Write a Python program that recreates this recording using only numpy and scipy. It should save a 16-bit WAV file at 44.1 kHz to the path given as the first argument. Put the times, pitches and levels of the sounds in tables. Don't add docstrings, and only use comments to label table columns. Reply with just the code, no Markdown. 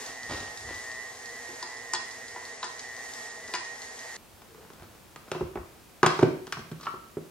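import sys
import numpy as np
from scipy import signal
from scipy.fft import rfft, irfft
from scipy.io import wavfile
from scipy.ndimage import uniform_filter1d

SR = 44100
rng = np.random.default_rng(int(sys.argv[2]) if len(sys.argv) > 2 else 0)


def transcribe(u):
    v = np.clip(np.atleast_2d(u).T, -1, 1)
    q = np.round(v * 32767).astype(np.int16)
    wavfile.write(sys.argv[1], SR, q)


def magnitude_from_level(level_db):
    exponent = np.asarray(level_db, float) / 20
    return 10 ** exponent


N = 321930
T = np.arange(N) / SR
MOTOR_OFF_S = 4.168

# (time [s], frequency [Hz])
MESH_PITCH = [(0.0, 1879), (0.28, 1852), (0.55, 1891), (0.72, 1858), (0.96, 1848), (1.13, 1892),
              (1.37, 1852), (1.47, 1882), (1.8, 1853), (1.9, 1870), (2.46, 1863), (2.6, 1891), (2.97, 1845),
              (3.14, 1892), (3.5, 1851), (3.62, 1868), (4.03, 1879), (4.17, 1850)]
# (multiple of throb rate [1], level re mesh tone [dB])
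SIDE_TONES = [(-2, -22), (-1, -13), (2, -17), (3, -21)]
# (frequency [Hz], level [dB])
HUM_TONES = [(120, -67), (250, -71.5), (6652, -76)]
# (frequency [Hz], half width [Hz], level [dB])
CASING_MODES = [(252.3, 18, -3), (462, 52, 3), (663, 29.3, 2.5), (784, 45, 4), (844.4, 14.4, 5.5),
                (1100, 56, -1), (1885, 560, -8.5)]
# (frequency [Hz], level [dB per Hz])
FAN_SPECTRUM = [(88, -51), (150, -53), (244, -5.5), (303, -16.5), (475, -4), (566, -21), (662, -5),
                (1420, -12), (1900, -3), (2270, -16), (6770, -6.5), (14800, -24), (16000, -49)]

# (low edge [Hz], high edge [Hz])
BLOW_BANDS = [(600, 2000), (100, 600), (2000, 13000)]
# (time [s], mid level [dB], low level [dB], high level [dB], pitch of struck spot [Hz])
DISH_KNOCKS = [
    (1.489, -48, -42, -57, 2020),
    (1.627, -30, -46, -22.5, 4500),
    (1.935, -21, -41, -16.5, 5370),
    (1.948, -32, -45, -22.5, 3400),
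    (2.361, -29, -47.5, -46, 2680),
    (2.629, -25, -53, -27.5, 3330),
    (2.642, -31, -44.5, -27.5, 5260),
    (3.538, -24, -35.5, -18, 2200),
    (3.55, -26.5, -53, -23, 4970),
]
TUB_KNOCKS = [(5.316, -23, -23, -24, 650), (5.348, -31, -26.5, -50, 750), (5.409, -32.5, -19.5, -52, 660),
              (5.556, -28.5, -25.5, -44, 760), (5.573, -30, -31.5, -60, 724), (6.03, -6, -11, -16.5, 950),
              (6.062, -11.5, -17.5, -10, 960), (6.19, -22, -19.5, -31, 966), (6.228, -23.5, -5.5, -30, 620),
              (6.524, -24, -42.5, -18, 1300), (6.939, -37, -32.5, -55, 1070)]
SCOOP_KNOCKS = [
    (6.799, -42, -53, -52, 4020),
    (6.81, -41, -56, -38, 4060),
    (6.831, -38, -64, -40, 4500),
    (6.857, -33, -58, -37, 3700),
    (6.868, -21, -45, -62, 2760),
    (6.881, -44, -40, -49, 3080),
]
LID_THUDS = [
    (6.569, -32, -35, -53, 950),
    (6.591, -46, -32.5, -36, 958),
    (6.715, -41, -26.5, -39.5, 1350),
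]
SET_DOWN = [
    (7.169, -36.5, -22, -64, 600),
    (7.181, -56, -25.5, -63, 740),
]
RUSTLES = [(4.418, -43.5, -59, -45, 977), (4.546, -44, -46, -58, 680), (4.649, -44, -50, -57, 942),
           (4.702, -40.5, -42, -44, 870), (4.734, -53, -45, -45, 972), (4.797, -48, -51, -49, 1190),
           (4.822, -40, -44, -50, 818), (4.831, -50, -45, -47, 1090), (4.853, -63, -44, -57, 1100),
           (5.16, -34.5, -39.5, -35.5, 860), (6.469, -38, -55, -33, 1030), (6.476, -38, -37.5, -39, 1310)]
# (frequency [Hz], level [dB], t60 [s])
DISH_MODES = [(360, 0, .2), (890, -7, .1), (985, 0, .16), (1028, 0, .12), (1410, -5, .14), (1565, -7, .1),
              (1765, -2, .18), (2025, 0, .08), (2150, -3, .08), (2420, -3, .1), (3400, -3, .22),
              (4124, -8, .1), (4840, 0, .25), (4990, -3, .12), (5160, -2, .14), (5440, -4, .12),
              (7350, -8, .08), (8630, -10, .1)]
TUB_MODES = [(130, -3, .1), (163, 1, .1), (230, -9, .1), (317, -7, .18), (378, 0, .17), (410, -6, .12),
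             (545, -9, .08), (720, 0, .08), (820, 0, .08), (950, 2, .08), (1133, -2, .06), (1370, -6, .05),
             (1460, -6, .05)]
SCOOP_MODES = [(400, 0, 0.11), (960, -18, .12), (1040, -7, 0.19), (1160, -2, 0.24), (1315, 23, 0.098),
               (1330, 22, .15), (1420, -11, 0.086)]

# (peak time [s], peak level [dB], rise [s], fall [s], treble re body [dB])
SCUFFS = [(0.098, -44, .06, 0.05, 0), (0.322, -32, 0.056, 0.18, -3.5), (0.7, -40.5, 0.088, 0.11, -5),
          (3.4, -51, 0.023, 0.031, -11), (3.496, -51, 0.084, 0.076, -8), (4.62, -57, 0.5, 0.25, -13),
          (4.822, -52, 0.08, 0.056, -22), (4.95, -55, 0.015, 0.019, -15), (6.039, -17, 0.0053, 0.052, -34),
          (6.074, -45, 0.011, 0.22, 5), (6.198, -33, .02, 0.037, -9), (6.232, -25, 0.016, 0.011, -35),
          (6.79, -61, .05, 0.081, -10), (6.869, -39, 0.018, 0.042, -15), (5.36, -44.5, 0.15, 0.21, -11),
          (6.845, -61, 0.075, .08, 13)]
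# (peak time [s], level [dB], rise [s], fall [s])
CREAKS = [
    (4.6, -45, 0.11, 0.051),
    (4.66, -48, .03, 0.039),
]
# (peak time [s], level [dB], fall [s])
BUMPS = [(0.08, -70, .15), (0.32, -44.5, 0.24), (0.64, -50, 0.11), (0.73, -54, .2), (4.35, -63, 0.12),
         (4.74, -54, .15), (4.81, -56, .15), (5.43, -43, .15), (5.59, -45, 0.12), (6.06, -56, 0.18),
         (6.22, -53, .2), (6.57, -60, 0.36), (7.2, -73, 0.18)]
# (frequency [Hz], level [dB per Hz])
KITCHEN_SPECTRUM = [(18, -43), (30, -8), (156, -4.5), (244, -4.5), (264, -10), (309, -5.5), (469, -8),
                    (1410, -14), (2140, -17.5), (2510, -16.5), (3260, -19), (5230, -20.5), (15700, -24)]
# (frequency [Hz], t60 [s])
ROOM_T60 = [(100, 0.45), (500, 0.47), (2000, 0.58), (8000, 0.47)]


def motor():
    throb_hz = 120
    throb = 2 * np.pi * throb_hz * T
    lean_db = 5.5 * np.clip(1 - T / 0.19, 0, 1)
    tones = magnitude_from_level(2.5) * (gear_mesh(throb) + hum())
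    direct = unit(casing(throb_hz)) * magnitude_from_level(-52.5 + lean_db) + paddle_ticks()
    wet = room(direct + 0.93 * tones, -3.5)
    out = ports(direct + tones, -1.8) + wet + fan(throb) * magnitude_from_level(-47 + lean_db)
    return out * (T < MOTOR_OFF_S)


def gear_mesh(throb):
    hunt_hz, hunt_rate = 5, 22
    mesh_hz = np.interp(T, *np.transpose(MESH_PITCH)) + hunt_hz * walk(hunt_rate)
    detuning = (mesh_hz - 1865) / 30
    mesh_db = -47.5 - 8 * detuning ** 2 * np.where(detuning > 0, 1, .4)
    upper_db = -52.5 - 9 * detuning
    mesh = 2 * np.pi * np.cumsum(mesh_hz + 3 * walk(25)) / SR
    tone = magnitude_from_level(mesh_db + 2.7 * walk(12)) * np.sin(mesh)
    tone += magnitude_from_level(upper_db + 1.5 * walk(17)) * np.sin(mesh + throb)
    for multiple, db in SIDE_TONES:
        tone += magnitude_from_level(mesh_db + db + 0.9 * walk(17)) * np.sin(mesh + multiple * throb)
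    return tone


def hum():
    return sum(magnitude_from_level(db + walk(6.6)) * np.sin(2 * np.pi * hz * T) for hz, db in HUM_TONES)


def casing(throb_hz):
    pulse_size = magnitude_from_level(4.7 * rng.standard_normal(N // 300))[(throb_hz * T).astype(int)]
    decay = np.exp(-(throb_hz * T % 1) / 0.43)
    grit = rng.standard_normal(N) * (2.1 + pulse_size * decay)
    out = 0
    for hz, half_width, db in CASING_MODES:
        mode = unit(band(grit, hz - half_width, hz + half_width))
        out = out + magnitude_from_level(db + 0.93 * walk(9)) * mode * np.sqrt(half_width)
    return out


def fan(throb):
    noise = coloured(FAN_SPECTRUM, channels=3)
    noise = noise * magnitude_from_level(1.1 * walk(9)) * (1 + 0.067 * np.cos(throb))
    return ports(noise[0]) + magnitude_from_level(-4.5) * noise[1:] * np.array([[1.2], [.85]])


def paddle_ticks():
    first_s, turn_s = .0612, .1708
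    level_db, scatter_db, soft_db = -45.5, -1.3, -9
    soft_turns = [6, 8, 9, 11, 15, 19]
    ticks, t = np.zeros(N), np.arange(600) / SR
    for k, s in enumerate(np.arange(first_s, MOTOR_OFF_S, turn_s)):
        db = level_db + scatter_db * rng.standard_normal() + soft_db * (k in soft_turns)
        burst = rng.standard_normal(600) * np.exp(-t / 0.0049)
        ticks[int(s * SR):][:600] += magnitude_from_level(db + 15.5) * band(burst, 3600, 7100)
    return ticks


def blows():
    out = knocks(DISH_KNOCKS, DISH_MODES, 933, (-1, 0, -2), .011, 14, 2.8, ring=.68)
    out += knocks(TUB_KNOCKS, TUB_MODES, 392, (10, 2, 3), 0.0066, 16.3, 3.9, ring=0.68)
    out += knocks(SET_DOWN, TUB_MODES, 392, (6, -12, 3), 0.0042, 30, 2.8, ring=.7)
    out += knocks(LID_THUDS, TUB_MODES, 188, (10, 0, 3), 0.009, 20, 3.5)
    out += knocks(SCOOP_KNOCKS, SCOOP_MODES, 1340, (7, 5, 3), .008, 8, 5, ring=0.48)
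    out += knocks(RUSTLES, TUB_MODES, 480, (12, 6, 3), 0.0043, 16, 1.5, ring=0.15)
    return out


def knocks(rows, modes, body_hz, crack_db, crack_s, focus_db, rough_db, ring=0.75):
    out, t = np.zeros((2, N + SR)), np.arange(SR // 3) / SR
    hz, mode_db, t60 = np.transpose(modes)[..., None]
    free = magnitude_from_level(mode_db) * np.sin(2 * np.pi * hz * t) * 1000 ** (-t / (t60 * ring))
    dull = signal.butter(1, 2570, fs=SR)
    for s, *band_db, spot_hz in rows:
        octaves = np.minimum(np.abs(np.log2(hz / body_hz)), np.abs(np.log2(hz / spot_hz)))
        favour_db = -focus_db * np.minimum(octaves, .6) + 1.45 * rng.standard_normal(hz.shape)
        held = np.repeat(rng.standard_normal((len(modes), len(t) // 100)), 100, axis=1)
        waver_db = rough_db * uniform_filter1d(held, size=300, axis=1) * np.sqrt(3)
        rings = free * magnitude_from_level(favour_db + waver_db)
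        burst = rng.standard_normal(len(t)) * (np.exp(-t / crack_s) + .8 * np.exp(-t / .001))
        crack = 1.49 * signal.lfilter(*dull, burst)
        crack += band(burst, body_hz / 1.59, body_hz * 1.09)
        crack += 1.4 * band(burst, spot_hz / 1.396, spot_hz * 1.364)
        for (lo, hi), db, share_db, pan_db in zip(BLOW_BANDS, band_db, crack_db, (-.6, -1.4, 1.8)):
            part = rings[(hz[:, 0] >= lo) & (hz[:, 0] < hi)].sum(axis=0)
            part = part / (np.abs(part).max() + 1e-9) + magnitude_from_level(share_db) * crack
            part = band(band(part, lo, hi), 1.18 * lo, 0.95 * hi)
            out[:, int(s * SR):][:, :len(t)] += ports(part * magnitude_from_level(db) / np.abs(part).max(), pan_db)
    return out[:, :N]


def scuffs_and_creak():
    grains = rng.standard_normal(N) * magnitude_from_level(4.7 * walk(200))
    low, high = unit(band(grains, 156, 1430)), unit(band(grains, 1020, 5080))
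    slides = sum(swell(*shape) * (low + magnitude_from_level(treble_db) * high) for *shape, treble_db in SCUFFS)
    creak_hz = 451
    creak = sum(swell(*shape) for shape in CREAKS) * unit(band(grains, creak_hz - 20, creak_hz + 30))
    return slides + creak


def counter_bumps():
    tremor_db, rise_s = -69, 0.058
    shake = magnitude_from_level(tremor_db + 1.3 * walk(10))
    shake = shake + sum(swell(s, db, rise_s, fall_s) for s, db, fall_s in BUMPS)
    return shake * unit(band(band(rng.standard_normal(N), 48, 119), 48, 119))


def room(x, wet_db):
    t = np.arange(SR // 2) / SR
    hz, t60 = np.transpose(ROOM_T60)
    tail = 0
    for f in 80 * 2. ** np.arange(8):
        noise = band(rng.standard_normal((2, len(t))), f / 1.406, f * 1.207)
        mid, side = noise * 1000 ** (-t / np.interp(f, hz, t60))
        tail = tail + mid + min(f / 1500, 1) ** 0.53 * side * np.array([[1], [-1]])
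    tail *= np.clip(t / 0.0092 - .2, 0, 1)
    tail = tail / np.sqrt(np.sum(tail ** 2) / 2)
    return magnitude_from_level(wet_db) * signal.fftconvolve(x[None], tail, axes=1)[:, :N]


def kitchen():
    air = coloured(KITCHEN_SPECTRUM, channels=3)
    gain_step_db = 7.5
    level_db = -56.5 + 0.2 * walk(3.18) - gain_step_db * (T < MOTOR_OFF_S)
    return (air[0] + 1.07 * air[1:]) * magnitude_from_level(level_db)


def ports(x, pan_db=0.):
    return np.array([x * magnitude_from_level(pan_db / 2), np.roll(x, 2) * magnitude_from_level(-pan_db / 2)])


def swell(peak_s, db, rise_s, fall_s):
    distance = np.maximum((peak_s - T) / abs(rise_s), (T - peak_s) / abs(fall_s))
    return magnitude_from_level(db - 26 * distance.clip(0, 8))


def walk(rate):
    k = int(SR / rate)
    held = np.repeat(rng.standard_normal(N // k + 1), k)
    return 1.229 * uniform_filter1d(uniform_filter1d(held, k), k)[:N]


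def coloured(spectrum, channels=1):
    hz, db = np.transpose(spectrum)
    f = np.arange(N // 2 + 1) * SR / N + 1
    white = rfft(rng.standard_normal((channels, N)))
    return unit(irfft(white * magnitude_from_level(np.interp(np.log(f), np.log(hz), db)), N))


def band(x, lo_hz, hi_hz):
    return signal.sosfilt(signal.butter(2, [lo_hz, hi_hz], "band", fs=SR, output="sos"), x)


def unit(x):
    return x / np.sqrt(np.mean(x ** 2))


def drop_treble(x):
    frame, frame_start, band_hz, top_hz = 1024, 271, 345, 15850
    pad = frame - frame_start
    f, t, z = signal.stft(np.pad(x, ((0, 0), (pad, 0))), SR, "cosine", 2 * frame, frame)
    t = t - pad / SR
    dropout = .55 * walk(14)[np.clip(t * SR, 0, N - 1).astype(int)]
    for s, db, *_ in DISH_KNOCKS:
        dropout += 30 * magnitude_from_level(db) * (t > s + .02) * np.exp(-np.abs(t - s) / 0.074)
    bands = (f // band_hz).astype(int)
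    luck = uniform_filter1d(rng.standard_normal((bands.max() + 1, len(t))), size=2, axis=1)[bands]
    lost = (bands[:, None] * band_hz - 14000) / 3200 + dropout + luck > 0
    lost = lost & (f[:, None] > 9650) & (t < MOTOR_OFF_S)
    z = z * ~(lost | (f[:, None] > top_hz))
    return signal.istft(z, SR, "cosine", 2 * frame, frame)[1][:, pad:pad + N]


def scene():
    struck, slides = blows(), scuffs_and_creak()
    wet = room(struck.mean(axis=0) + slides, -5.0)
    return motor() + struck + ports(slides) + wet + counter_bumps() + kitchen()


def low_pass(x):
    return signal.sosfilt(signal.butter(12, 16720, fs=SR, output="sos"), x)


def record(dry):
    mix = drop_treble(dry)
    return low_pass(mix)


dry = scene()
out = record(dry)
transcribe(out)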